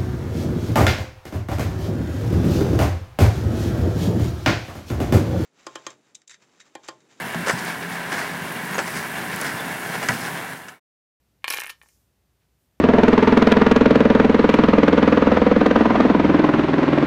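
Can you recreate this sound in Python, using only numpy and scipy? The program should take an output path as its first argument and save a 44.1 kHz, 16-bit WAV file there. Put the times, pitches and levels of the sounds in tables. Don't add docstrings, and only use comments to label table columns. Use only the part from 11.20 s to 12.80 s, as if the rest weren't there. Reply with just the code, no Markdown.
import sys
import numpy as np
from scipy import signal
from scipy.fft import rfft, irfft
from scipy.io import wavfile

SR = 44100
rng = np.random.default_rng(int(sys.argv[2]) if len(sys.argv) > 2 else 0)


def master(y):
    cut = np.clip(np.atleast_2d(y).T, -1, 1)
    pcm = np.round(cut * 32767)
    wavfile.write(sys.argv[1], SR, pcm.astype(np.int16))


N = 70560
T = np.arange(8192) / SR
HZ = np.fft.rfftfreq(8192, 1 / SR)

# frequency in Hz, relative level in dB.
ROOM_TONE = [(20, -43.5), (40, -24), (58, -5), (80, -4.5), (120, -6), (210, -12), (420, -17), (1100, -25),
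             (3000, -28), (9500, -33), (13500, -31), (16000, -33.5)]
# start in seconds, level in dB, brightness cutoff in Hz,
# low body boost in dB, resonance of the struck spot in Hz.
WOOD_KNOCKS = [(0.2209, -47, 3270, -7, 2181), (0.233, -45.5, 5000, -5, 2170),
               (0.2431, 1.5, 3800, -0.5, 2240), (0.2801, 1, 5200, 2.5, 2480), (0.3049, -1, 4840, 2, 2440),
               (.3113, -4, 3900, 3, 2420), (0.3229, -5.5, 5170, -8.5, 2570), (.332, -7.5, 4200, 0, 2420),
               (0.3382, -0.5, 3880, 2.5, 2325), (0.3404, -7, 3065, -5, 2397), (.354, -12, 3400, 4.5, 1670),
               (0.3638, -9, 3900, 5, 2320), (0.3722, -4.5, 6540, -4, 1680), (0.3855, -3, 3470, 4.5, 2500),
               (0.4042, -7, 3820, -3, 1820), (.4188, -5, 3070, -1, 2060), (0.4346, -10.5, 3500, 2, 1930),
               (.4444, -8.5, 3070, 0, 2100), (0.4648, -10, 2920, -7.5, 2220),
               (0.4797, -14.5, 2970, -7, 1850), (0.4937, -15, 3500, -5.5, 1840),
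               (0.496, -12, 3420, -12, 2090), (0.5001, -11, 6350, 2, 2240), (0.5041, -15.5, 6360, -7, 2190),
               (0.6152, -23.5, 3580, -1.5, 2120), (0.6339, -33, 3040, 18, 1830),
               (0.6597, -34.5, 2200, 8, 1840), (0.6884, -36.5, 4500, -6, 2090)]
# frequency in Hz, relative level in dB, T60 in seconds.
BOARD_MODES = [(378.8, -21, 0.013), (479, -21, .05), (830, -21, 0.032), (940, -12.5, .04),
               (1103, -10.5, 0.06), (1380, -13.5, 0.024), (1682, -11, 0.14), (1806.4, -10, 0.1),
               (2163, -7.5, 0.076), (2384, -5, .045), (2700, -10, .035), (2982, -10, 0.096),
               (3840, -15.5, .035), (4430, -16.5, .07)]
# frequency in Hz, relative level in dB.
CRACK_EQ = [(60, -34), (200, -25), (380, -9.5), (560, -7), (690, -11.5), (830, -3.5), (1450, -3),
            (1780, 2.5), (2010, -8.5), (2300, -1), (2800, 0.5), (3400, -4.5), (4000, -1), (4700, -6.5),
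            (8000, -3.5), (15000, -10.5)]
# frequency in Hz, T60 in seconds.
ROOM_DECAY = [(150, .25), (1000, 0.19), (2500, 0.14), (5000, 0.18), (14000, 0.083)]
# start in seconds, level in dB, pitch in Hz.
GLASS_CLICKS = [(0.247, -26, 8960), (0.2775, -18.5, 12870), (0.2841, -11, 12230), (0.2889, -15, 12010),
                (0.2952, -24, 11000), (0.3024, -1.5, 9360), (.3067, -1.5, 10770), (0.316, -15, 12510),
                (0.3267, -5.5, 11900), (0.3361, -7.5, 12500), (.337, -19.5, 13000), (.345, -7, 13930),
                (.356, -21.5, 11010), (0.36, -16.5, 12030), (0.367, -21, 12000), (0.3689, -15, 10310),
                (0.38, -16, 11140), (0.382, -16, 10500), (0.3966, -13, 11700), (.402, -24, 9500),
                (0.4021, -6.5, 10100), (0.4126, -13.5, 10520), (.4137, -40, 10000), (0.4377, -15.5, 9100),
                (.4582, -19.5, 9350), (.4721, -17, 10600), (0.4907, -28, 11220), (0.496, -17, 11100),
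                (0.5015, -19, 8850), (0.5066, -25, 10150), (0.514, -31, 10400), (.5235, -41, 10100),
                (.6268, -34.5, 9300), (.6335, -35.5, 10540), (.687, -35, 9300)]
# frequency in Hz, relative level in dB.
SNAP_EQ = [(300, -31), (2000, -16.5), (4000, -14), (5000, -6), (6000, -3), (7300, -11.5), (9400, -2.5),
           (15000, -6.5)]
# time in seconds, level in dB.
JOSTLE_LEVELS = [(0.281, -40), (.31, -24), (.345, -27), (.41, -35.5), (.425, -39), (.49, -42), (.505, -31),
                 (0.524, -38)]
# start in seconds, length in seconds, level in dB,
# centre in Hz, half-width in octaves.
CLOTH_BRUSHES = [(0.499, 0.41, -69, 10000, 1), (0.598, 0.2, -69, 6100, 0.31),
                 (1.178, 0.096, -77, 1410, 1.18), (1.35, 0.16, -76.5, 12000, 0.77)]


def amp(db):
    return 10 ** (np.asarray(db) / 20)


def unit(x):
    return x / np.sqrt(np.sum(x ** 2) + 1e-20)


def curve(points, hz):
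    f, value = np.transpose(points)
    return np.interp(np.log(hz + 1), np.log(f + 1), value)


def bell(centre_hz, gain_db, half_width_hz):
    return gain_db / (1 + ((HZ - centre_hz) / half_width_hz) ** 2)


def add(mix, start_s, sound):
    part = mix[round(start_s * SR):][:len(sound)]
    part += sound[:len(part)]


def fade(t, t60):
    return np.exp(-np.log(1000) * t / t60)


def tight_pulse(db):
    log_gain = np.log(amp(np.r_[db, db[-2:0:-1]]))
    return np.fft.ifft(np.exp(np.conj(signal.hilbert(log_gain)))).real


def through(x, pulse):
    return signal.fftconvolve(x, pulse)[:len(x)]


def burst(t60, rise_s=1e-9):
    return unit(rng.standard_normal(len(T)) * fade(T, t60) * (1 - np.exp(-T / rise_s)))


def noise(eq_db):
    spectrum = rfft(rng.standard_normal(N)) * amp(eq_db(np.fft.rfftfreq(N, 1 / SR)))
    return np.sqrt(N) * unit(irfft(spectrum, N))


def room_tone(hum_hz=60):
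    hum = np.sqrt(2) * np.sin(2 * np.pi * (hum_hz * np.arange(N) / SR + rng.random()))
    return amp(-69) * noise(lambda f: curve(ROOM_TONE, f)) + amp(-75) * hum


def knock(level_db, bright_hz, body_db, spot_hz):
    hz, db, t60 = np.transpose(BOARD_MODES)[:, :, None]
    vary_db = 2 * rng.standard_normal(hz.shape)
    modes = unit((amp(db + vary_db) * fade(T, t60) * np.cos(2 * np.pi * hz * T)).sum(0))
    crack = unit(tight_pulse(curve(CRACK_EQ, HZ)))
    grain = unit(through(burst(t60=0.025, rise_s=0.0006), crack))
    wood = amp(-0.5) * crack + amp(-7) * modes + amp(-0.5) * grain
    hard_edge = amp(-19) ** 2
    contact_db = 10 * np.log10(1 / (1 + (HZ / bright_hz) ** 10) + hard_edge)
    low_shelf_db = body_db / (1 + (HZ / 1200) ** 4)
    spot_db = low_shelf_db + bell(spot_hz, gain_db=7, half_width_hz=160)
    colour = rfft(tight_pulse(contact_db + spot_db))
    travel_s = 0.0003
    dispersion = np.exp(-4j * np.pi * travel_s * np.sqrt(2000 * HZ))
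    pulse = np.roll(irfft(colour * dispersion), 4)[:1024]
    return amp(level_db) * unit(through(wood, pulse))


def room_reverb(x, level_db, predelay_s=0.004):
    hz, t, bands = signal.stft(rng.standard_normal(SR // 2), SR, nperseg=256)
    tail = signal.istft(bands * fade(t, curve(ROOM_DECAY, hz)[:, None]), SR)[1]
    return amp(level_db) * through(x, np.r_[np.zeros(round(predelay_s * SR)), unit(tail)])


def click(level_db, pitch_hz):
    snap = tight_pulse(curve(SNAP_EQ, HZ) + bell(pitch_hz, gain_db=7, half_width_hz=400))
    pit = amp(-0.5) * burst(t60=0.0035) + amp(-3) * burst(t60=0.012)
    return amp(level_db) * unit(snap + through(pit, snap))


def jostle(per_second=300, low_hz=4000, high_hz=10900):
    times, level_db = np.transpose(JOSTLE_LEVELS)
    span_s = times[-1] - times[0]
    out, t = np.zeros(N), T[:1024]
    for when, pitch in rng.random((round(per_second * span_s), 2)):
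        start = times[0] + when * span_s
        hz = low_hz * (high_hz / low_hz) ** pitch
        ping = unit(np.sin(2 * np.pi * hz * t) * fade(t, t60=0.0035))
        add(out, start, amp(np.interp(start, times, level_db)) * ping)
    return out


def brush(length_s, level_db, centre_hz, octaves):
    hiss = noise(lambda f: -10 * np.log10(1 + (np.log2((f + 1) / centre_hz) / octaves) ** 4))
    count = round(length_s * SR)
    return amp(level_db) * hiss[:count] * np.sin(np.linspace(0, np.pi, count))


def scene():
    knocks, clicks, bed = np.zeros(N), np.zeros(N), room_tone()
    for start, *row in WOOD_KNOCKS:
        add(knocks, start, knock(*row))
    for start, *row in GLASS_CLICKS:
        add(clicks, start, click(*row))
    for start, *row in CLOTH_BRUSHES:
        add(bed, start, brush(*row))
    reverb = room_reverb(knocks, level_db=-11.5) + room_reverb(clicks, level_db=-10.5)
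    return (knocks + clicks + reverb + bed + jostle())[None]


def record(dry):
    high_cut = signal.firwin(255, 15500, window=("kaiser", 8), fs=SR)
    return signal.oaconvolve(dry, high_cut[None], "same")


dry = scene()
out = record(dry)
master(out)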